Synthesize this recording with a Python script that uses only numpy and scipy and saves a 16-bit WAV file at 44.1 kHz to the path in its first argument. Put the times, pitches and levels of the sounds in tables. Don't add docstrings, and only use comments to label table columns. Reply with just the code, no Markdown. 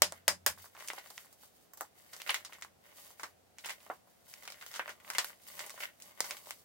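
import sys
import numpy as np
from scipy import signal
from scipy.fft import rfft, irfft
from scipy.io import wavfile
from scipy.ndimage import uniform_filter1d

SR = 44100
rng = np.random.default_rng(int(sys.argv[2]) if len(sys.argv) > 2 else 0)


def pcm_store(signal):
    levels = np.round(np.clip(np.atleast_2d(signal), -1, 1) * 32767)
    wavfile.write(sys.argv[1], SR, levels.astype(np.int16).T)


N = 292824

# f/Hz, level/dB
AIR_SPECTRUM = [(15, -64.5), (25, -58), (60, -8), (192, -7.5), (232, -6.5), (296, -9), (330, -8),
                (746, -5.5), (854, -12.5), (2750, -20), (16500, -25.5)]
# t/s, rms level/dB
HUM_LEVELS = [(0.0, -70), (0.05, -64), (0.26, -77), (0.33, -59.5), (0.364, -73), (0.52, -60), (0.548, -82),
              (0.612, -64), (0.74, -104)]
# t/s, ring f/Hz, ring peak level/dB, crack centre f/Hz, crack peak level/dB,
# left minus right level/dB, echo level/dB against the usual room echo
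HAMMER_BLOWS = [(0.02, 790, -11.5, 6000, -5, 0, -1.5), (0.2799, 1685, -9.5, 6580, -5.5, 0, 1.5),
                (0.4632, 1600, -15.5, 10500, -11, 0, 5.5), (6.2052, 2040, -19, 4700, -8.5, 0, -3.5)]
# f/Hz, width/Hz, level/dB
BLOCK_MODES = [(389, 60, -20), (608, 19, -1), (670, 600, 0), (1030, 570, 4.5), (1445, 360, -0.5),
               (1927, 610, 1.5), (2740, 410, -6), (3330, 230, -17.5)]
# f/Hz, width/Hz, level/dB
CRACK_BANDS = [(5400, 6700, 0.5), (8900, 5200, -6), (13000, 4000, -8), (16200, 6600, 6)]
# f/Hz, t60/s, level/dB against the blow's ring
FLOOR_THUD = (37, 0.12, -46)
# f/Hz, width/Hz, peak level/dB against the blow's ring
NARROW_BLOW_MODES = [(592, 31, -20.5), (1780, 52, -25), (5044, 290, -7)]
# start t/s, length/s, then dry rms level/dB of lumps, grit
RUBBLE_SLIDES = [(0.11, 0.067, -72, -62, -66.5), (0.588, 0.071, -78, -74, -56.5),
                 (0.79, 0.2, -60.5, -57.5, -56.5), (1.06, 0.1, -77, -74, -61),
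                 (1.175, 0.084, -104, -75, -63), (1.308, 0.014, -88, -75.5, -69),
                 (1.423, 0.038, -90.5, -81, -59.5), (1.549, 0.09, -88, -94, -68.5),
                 (1.808, 0.028, -74.5, -69, -60), (1.983, .1, -69, -68.5, -64.5),
                 (2.124, 0.084, -72, -63.5, -59.5), (2.281, 0.086, -56, -50.5, -50.5),
                 (2.467, .18, -67.5, -65, -65), (2.857, 0.035, -69, -66.5, -66.5),
                 (2.972, 0.14, -66, -67.5, -57.5), (3.204, 0.057, -66, -62, -58.5),
                 (3.659, 0.05, -58, -54, -51), (3.818, 0.044, -72, -71, -63),
                 (3.894, 0.071, -67.5, -71, -63.5), (4.085, 0.11, -93, -84, -72),
                 (4.294, 0.036, -79, -76, -58.5), (4.389, 0.14, -61, -58.5, -59),
                 (4.597, 0.16, -72, -64.5, -59.5), (4.756, 0.024, -56.5, -54, -54),
                 (4.88, 0.044, -56.5, -58, -59.5), (5.065, 0.15, -54, -69, -55.5),
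                 (5.206, .1, -66.5, -62.5, -55), (5.433, 0.053, -74, -70, -60),
                 (5.525, 0.096, -54, -53.5, -52), (5.685, 0.066, -69, -65, -56),
                 (5.805, 0.048, -54.5, -48, -50), (5.947, .07, -85, -82, -69.5),
                 (6.06, 0.032, -61, -62.5, -59), (6.236, 0.085, -51, -51, -49),
                 (6.376, 0.14, -69, -74, -59), (6.498, 0.11, -73, -76.5, -63)]
# t/s, ring peak level/dB, ring f/Hz, crack centre f/Hz,
# crack rms level/dB over its first 10 ms, echo level/dB against the usual room echo
CHIP_SNAPS = [(0.123, -33.5, 670, 7460, -34.5, -6.5), (0.576, -44.5, 1090, 9830, -69, 0.5),
              (0.587, -47, 1100, 6210, -59, 0), (0.643, -43, 1100, 6190, -60, 0),
              (0.658, -43.5, 1110, 8620, -53, 0), (0.75, -44, 1070, 4900, -57, 3),
              (0.767, -40.5, 2130, 5540, -67, -2), (0.776, -43.5, 840, 5730, -58, -7),
              (0.792, -45, 1060, 5100, -53, -2), (0.8, -42, 2040, 7540, -52, 6),
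              (0.824, -38.5, 1000, 5760, -49, -4), (0.847, -45, 1200, 6690, -51, -6),
              (0.876, -42, 3090, 7800, -38.5, 2), (0.885, -33, 2130, 6400, -33.5, -6),
              (0.902, -22.5, 2040, 7810, -48, -6), (0.934, -34.5, 740, 6600, -42, -7),
              (0.981, -36.5, 770, 4980, -62, -6), (0.986, -48, 834, 4900, -46, -2),
              (1.06, -44, 775, 9470, -64, -13), (1.073, -67, 670, 6270, -50, -6),
              (1.103, -51, 735, 10400, -46, -2), (1.106, -44, 780, 5700, -49, -3),
              (1.179, -29.5, 1980, 5160, -43, -5.5), (1.247, -50, 1150, 8950, -60, -2),
              (1.259, -54, 830, 9130, -59, -5), (1.327, -61, 635, 9550, -54.5, 4),
              (1.434, -49.5, 850, 9920, -53, -0.5), (1.735, -47, 1050, 10700, -60, 0),
              (1.773, -52, 888, 7810, -50.5, 6), (1.809, -25, 806, 7540, -34, -3),
              (2.13, -43, 2100, 5090, -57, -4), (2.133, -45, 1130, 5300, -49, 5),
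              (2.165, -48, 820, 6390, -45, -3.5), (2.201, -38, 2380, 5730, -52, 2),
              (2.218, -32, 2020, 4950, -39.5, -6.5), (2.272, -35.5, 2070, 5250, -52, -0.5),
              (2.276, -29, 2430, 5330, -43, -3), (2.292, -24, 2230, 6970, -51, 9.5),
              (2.294, -18, 2800, 5630, -40, -1.5), (2.302, -31, 2740, 9850, -37, -5),
              (2.306, -19.5, 1960, 6800, -32.5, -4.5), (2.344, -18.5, 2030, 5300, -30, -2.5),
              (2.407, -41, 2830, 5520, -57, -7), (2.449, -40.5, 1170, 4630, -43.5, 4),
              (2.496, -48, 1040, 4800, -64, -2), (2.525, -36.5, 2220, 6680, -60, -4),
              (2.533, -38.5, 2030, 6690, -46, 1.5), (2.585, -47, 1090, 6530, -60, -7),
              (2.613, -49, 1080, 5940, -52, -13), (2.623, -31, 1930, 5800, -41, 1.5),
              (2.648, -35.5, 1110, 10300, -50, -6), (3.105, -48, 724, 6500, -52, -6),
              (3.197, -34.5, 1170, 6390, -44.5, 0.5), (3.233, -30, 1146, 4830, -38.5, 1),
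              (3.585, -36, 2130, 4660, -45, 0), (3.645, -39, 1970, 4550, -53.5, -5),
              (3.647, -32.5, 2530, 4580, -49, 3), (3.659, -38, 980, 7410, -37, 1),
              (3.665, -32.5, 2020, 6590, -46.5, 0), (3.694, -28, 2040, 6720, -42, 3.5),
              (3.705, -30.5, 1980, 4950, -40, -1), (3.804, -53, 2420, 5900, -63, 2),
              (3.83, -56.5, 848, 9450, -57, -2), (3.864, -49.5, 719, 9660, -70, 3),
              (3.9, -25.5, 780, 6990, -73, -3), (4.073, -57, 704, 10900, -68.5, 0),
              (4.282, -59, 713, 8990, -54, 1), (4.339, -36, 2330, 8120, -43, -7.5),
              (4.434, -47, 762, 4510, -50, -3), (4.453, -44, 1210, 4780, -49.5, 2),
              (4.477, -30, 2200, 5720, -40, -4), (4.502, -44, 770, 4660, -44.5, -1),
              (4.522, -37, 2300, 4580, -43, -2), (4.612, -40.5, 2160, 6470, -52, 1),
              (4.625, -35.5, 1570, 4870, -47, -5), (4.664, -35.5, 3010, 6320, -41, -4),
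              (4.681, -57, 3330, 9640, -51, -2), (4.715, -47, 2050, 5110, -46, -3),
              (4.734, -39, 3330, 5220, -51, -2), (4.74, -32.5, 2980, 5210, -43, 1),
              (4.75, -38.5, 1550, 5260, -45, 2), (4.76, -35.5, 1380, 5040, -43.5, 4),
              (4.795, -20, 1580, 6570, -41, -7.5), (4.859, -30, 1790, 6110, -67, -14),
              (4.879, -32, 1440, 5620, -48, -4), (4.893, -29.5, 1490, 6930, -45.5, -0.5),
              (4.903, -42, 1920, 4750, -48.5, 1), (5.001, -47, 1920, 8750, -58, -1),
              (5.048, -41, 2020, 8660, -64, -7), (5.078, -38.5, 1770, 5400, -55, -1),
              (5.102, -24, 1430, 5970, -32, -6), (5.135, -37, 1390, 6180, -44, 3),
              (5.15, -26.5, 2040, 6200, -37, 2), (5.184, -16, 1820, 5100, -21, -0.5),
              (5.188, -27, 1090, 5800, -39, -3), (5.245, -30, 1480, 8200, -31.5, -6.5),
              (5.303, -41.5, 1170, 8130, -57, -4), (5.593, -32, 3330, 5120, -41, 1),
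              (5.593, -32.5, 1990, 5120, -47, 1.5), (5.611, -42, 2180, 7060, -42.5, 2),
              (5.664, -49, 813, 9360, -42, 0), (5.696, -37.5, 2000, 6080, -43.5, -4),
              (5.704, -39, 1110, 5900, -45, -1.5), (5.742, -44.5, 659, 6890, -50, -2),
              (5.778, -39, 1080, 4580, -56, -1.5), (5.805, -32, 2110, 5170, -43, -0.5),
              (5.826, -32.5, 2130, 5270, -46, -6), (5.835, -34, 1960, 4970, -48, 4),
              (6.001, -50, 1990, 9740, -50.5, 1), (6.022, -60, 770, 7600, -44, -1),
              (6.151, -78, 713, 7900, -61.5, 5), (6.244, -38.5, 1130, 5240, -41.5, 5),
              (6.265, -53, 1090, 4580, -45.5, 5), (6.309, -23.5, 2220, 5170, -34.5, -3),
              (6.369, -39, 2190, 6600, -48, -1.5), (6.458, -50, 1960, 5560, -55.5, 4.5),
              (6.471, -40.5, 580, 7400, -53, -5), (6.508, -25.5, 2030, 7560, -36.5, -5)]
# t/s, dry rms level/dB at onset
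STEEL_RATTLES = [(1.735, -47), (1.773, -52), (1.809, -38.5)]
# f/Hz, width/Hz, level/dB
STEEL_MODES = [(6330, 340, -5), (7670, 360, -2.5), (11040, 400, -9), (14400, 560, 4), (15100, 180, -16)]

FIRST_BLOWS = HAMMER_BLOWS[:3]
AIR_DB = -67
HUM_HZ, HUM_FLOOR_DB, HUM_WAVER_DB = 90, -86.5, 3
OCTAVE_DB, OCTAVE_BLOW_DB, OCTAVE_LUMPS_DB, OCTAVE_T60_S = -84.5, -44.5, -23, 0.41
ROOM_DB, ROOM_GAP_S, ROOM_DAMP_HZ = -0.5, 0.0013, 9100
PORT_LAG_S, ALIKE_HZ = .00007, 1080
SLIDE_RISE_DB_S, SLIDE_FALL_DB_S = 300, 299
CHIP_CREST_DB, CHIP_PAN_DB, CHIP_PAN_SPREAD_DB = 11, -0.5, 0.5
STEEL_T60_S = 0.05
LOW_CUT_HZ, TOP_HZ = 240, 16100


def undb(db):
    return 10 ** (np.asarray(db) / 20)


def unit(x):
    return x / np.sqrt(np.mean(x ** 2))


def curve(table):
    s, *columns = np.transpose(table)
    return [np.interp(np.arange(N) / SR, s, c) for c in columns]


def resonate(x, modes):
    return sum(undb(db) * signal.lfilter(*signal.iirpeak(hz, hz / width, SR), x)
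               for hz, width, db in modes)


def fade(s, t60):
    return 10 ** (-3 * s / max(t60, .001))


def flares(events, t60):
    s = np.arange(N) / SR
    return sum(undb(db) * (s >= at) * fade(np.maximum(s - at, 0), t60) for at, db in events)


def pair(alike_hz, size):
    mid, side = rng.standard_normal((2, size))
    side = signal.lfilter(*signal.butter(2, alike_hz, "high", fs=SR), side)
    return mid + side * np.array([[1], [-1]])


def walk(rate):
    hold = int(SR / rate)
    steps = np.repeat(rng.standard_normal(N // hold + 1), hold)
    return unit(uniform_filter1d(steps, hold)[:N])


def add(out, x, s, pan_db, lag_s):
    for ch, sign in enumerate((1, -1)):
        i = int(round((s + sign * lag_s / 2) * SR))
        out[ch, i:i + x.shape[1]] += undb(sign * pan_db / 2) * x[ch, :N - i]


def echoes(t60):
    s = np.arange(SR // 5) / SR
    echo = pair(ALIKE_HZ, len(s)) * fade(s, t60) * np.clip(s / ROOM_GAP_S, 0, 1)
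    echo = signal.lfilter(*signal.butter(1, ROOM_DAMP_HZ, fs=SR), echo)
    return undb(ROOM_DB) * echo / np.sqrt(np.sum(echo ** 2) / 2)


def air():
    hz, db = np.transpose(AIR_SPECTRUM)
    f = np.arange(N // 2 + 1) * SR / N + 1
    shape = undb(np.interp(np.log(f), np.log(hz), db))
    return undb(AIR_DB) * unit(irfft(rfft(pair(60, N)) * shape, N))


def hum():
    low = undb(curve(HUM_LEVELS)[0]) + undb(HUM_FLOOR_DB + HUM_WAVER_DB * walk(5.5))
    pitch_hz = HUM_HZ + 2.5 * walk(36)
    tone = np.sqrt(2) * np.sin(2 * np.pi * np.cumsum(pitch_hz) / SR)
    blow_flares = [(at, ring_db + OCTAVE_BLOW_DB) for at, _, ring_db, *_ in FIRST_BLOWS]
    octave = undb(OCTAVE_DB) + undb(OCTAVE_LUMPS_DB) * slide_gains()[0]
    octave = octave + flares(blow_flares, OCTAVE_T60_S)
    rough = unit(resonate(pair(220, N), [(2 * HUM_HZ, 35, 0)]))
    return low * tone + octave * rough


def snaps(events, sharpness, piece_db, reach, splinter, splinter_t60, burst_t60, echo_t60):
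    out = np.zeros((2, N))
    for at, hz, ring_db, crack_hz, crack_db, pan_db, echo_db in events:
        push = undb(echo_db) * echoes(echo_t60)
        s = np.arange(push.shape[1]) / SR
        push += splinter * rng.laplace(size=len(s)) * fade(s, splinter_t60)
        burst = rng.standard_normal(len(s)) * fade(s, burst_t60)
        burst /= np.sqrt(np.sum(burst ** 2))
        crack = resonate(push + burst, CRACK_BANDS)
        crack = resonate(crack, [(crack_hz, 0.87 * crack_hz, 0)])
        push[:, 0] = 1
        ring = resonate(push, BLOCK_MODES + [(hz, hz / sharpness, piece_db)])
        ring = signal.sosfilt(signal.butter(4, reach * hz, fs=SR, output="sos"), ring)
        ring = signal.lfilter(*signal.butter(1, hz / reach, "high", fs=SR), ring)
        x = undb(ring_db) * ring / np.abs(ring).max()
        x = x + undb(crack_db) * crack / np.abs(crack).max()
        add(out, x, at, pan_db, PORT_LAG_S * rng.standard_normal())
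    return out


def blows():
    return snaps(HAMMER_BLOWS, sharpness=6.0, piece_db=4, reach=4.56, splinter=0.14,
                 splinter_t60=0.015, burst_t60=0.0034, echo_t60=0.14)


def thuds():
    out, s = np.zeros((2, N)), np.arange(SR // 4) / SR
    hz, t60, db = FLOOR_THUD
    thud = np.sin(2 * np.pi * hz * s) * fade(s, t60) * np.ones((2, 1))
    for at, _, ring_db, *_ in FIRST_BLOWS:
        add(out, undb(ring_db + db) * thud, at, 6, 0)
    return out


def narrow_blow_rings():
    out = np.zeros((2, N))
    for at, _, ring_db, *_ in FIRST_BLOWS:
        push = echoes(0.14)
        push[:, 0] = 1
        ring = np.zeros_like(push)
        for hz, width, db in NARROW_BLOW_MODES:
            mode = resonate(push, [(hz, width, 0)])
            ring += undb(db) * mode / np.abs(mode).max()
        add(out, undb(ring_db) * ring, at, 0, 0)
    return out


def slide_gains():
    s, gain = np.arange(N) / SR, np.zeros((3, N))
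    for at, length, *db in RUBBLE_SLIDES:
        rise_db = SLIDE_RISE_DB_S * (s - at)
        fall_db = SLIDE_FALL_DB_S * (at + length - s)
        shape_db = np.minimum(0, np.minimum(rise_db, fall_db))
        gain += undb(np.add.outer(db, shape_db))
    return gain


def grains(per_s, spread_db):
    when = rng.random(N) < per_s / SR
    size = undb(spread_db * np.minimum(rng.exponential(size=N), 5))
    return when * size * pair(ALIKE_HZ, N)


def rubble():
    lumps_gain, grit_gain, dust_gain = slide_gains()
    jerk = walk(40)
    crush = grains(700, 4.5) * undb(2.5 * jerk)
    low_modes, high_modes = BLOCK_MODES[:4], BLOCK_MODES[4:]
    lumps = resonate(resonate(crush, low_modes), low_modes)
    grit = resonate(resonate(crush, high_modes), high_modes)
    dust = resonate(grains(5000, 2.5) * undb(1.5 * jerk), CRACK_BANDS)
    return unit(lumps) * lumps_gain + unit(grit) * grit_gain + unit(dust) * dust_gain


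def chips():
    pans_db = CHIP_PAN_DB + CHIP_PAN_SPREAD_DB * rng.standard_normal(len(CHIP_SNAPS))
    events = []
    for (at, ring_db, hz, crack_hz, crack_db, echo_db), pan_db in zip(CHIP_SNAPS, pans_db):
        events.append((at, hz, ring_db, crack_hz, crack_db + CHIP_CREST_DB, pan_db, echo_db))
    return snaps(events, sharpness=10.0, piece_db=7.6, reach=1.74, splinter=0.13,
                 splinter_t60=0.0022, burst_t60=0.0039, echo_t60=0.12)


def steel():
    rattle = unit(resonate(grains(2100, 0.83), STEEL_MODES))
    return rattle * flares(STEEL_RATTLES, STEEL_T60_S)


def scene():
    rub = rubble() + steel()
    mono = rub.mean(0, keepdims=True)
    rub = rub + undb(-2.0) * signal.fftconvolve(mono, echoes(0.13), axes=1)[:, :N]
    near = blows() + narrow_blow_rings() + rub + chips()
    near = signal.sosfilt(signal.butter(3, LOW_CUT_HZ, "high", fs=SR, output="sos"), near)
    return near + thuds() + hum() + air()


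def record(dry):
    return signal.sosfilt(signal.ellip(10, .3, 70, TOP_HZ, fs=SR, output="sos"), dry)


dry = scene()
out = record(dry)
pcm_store(out)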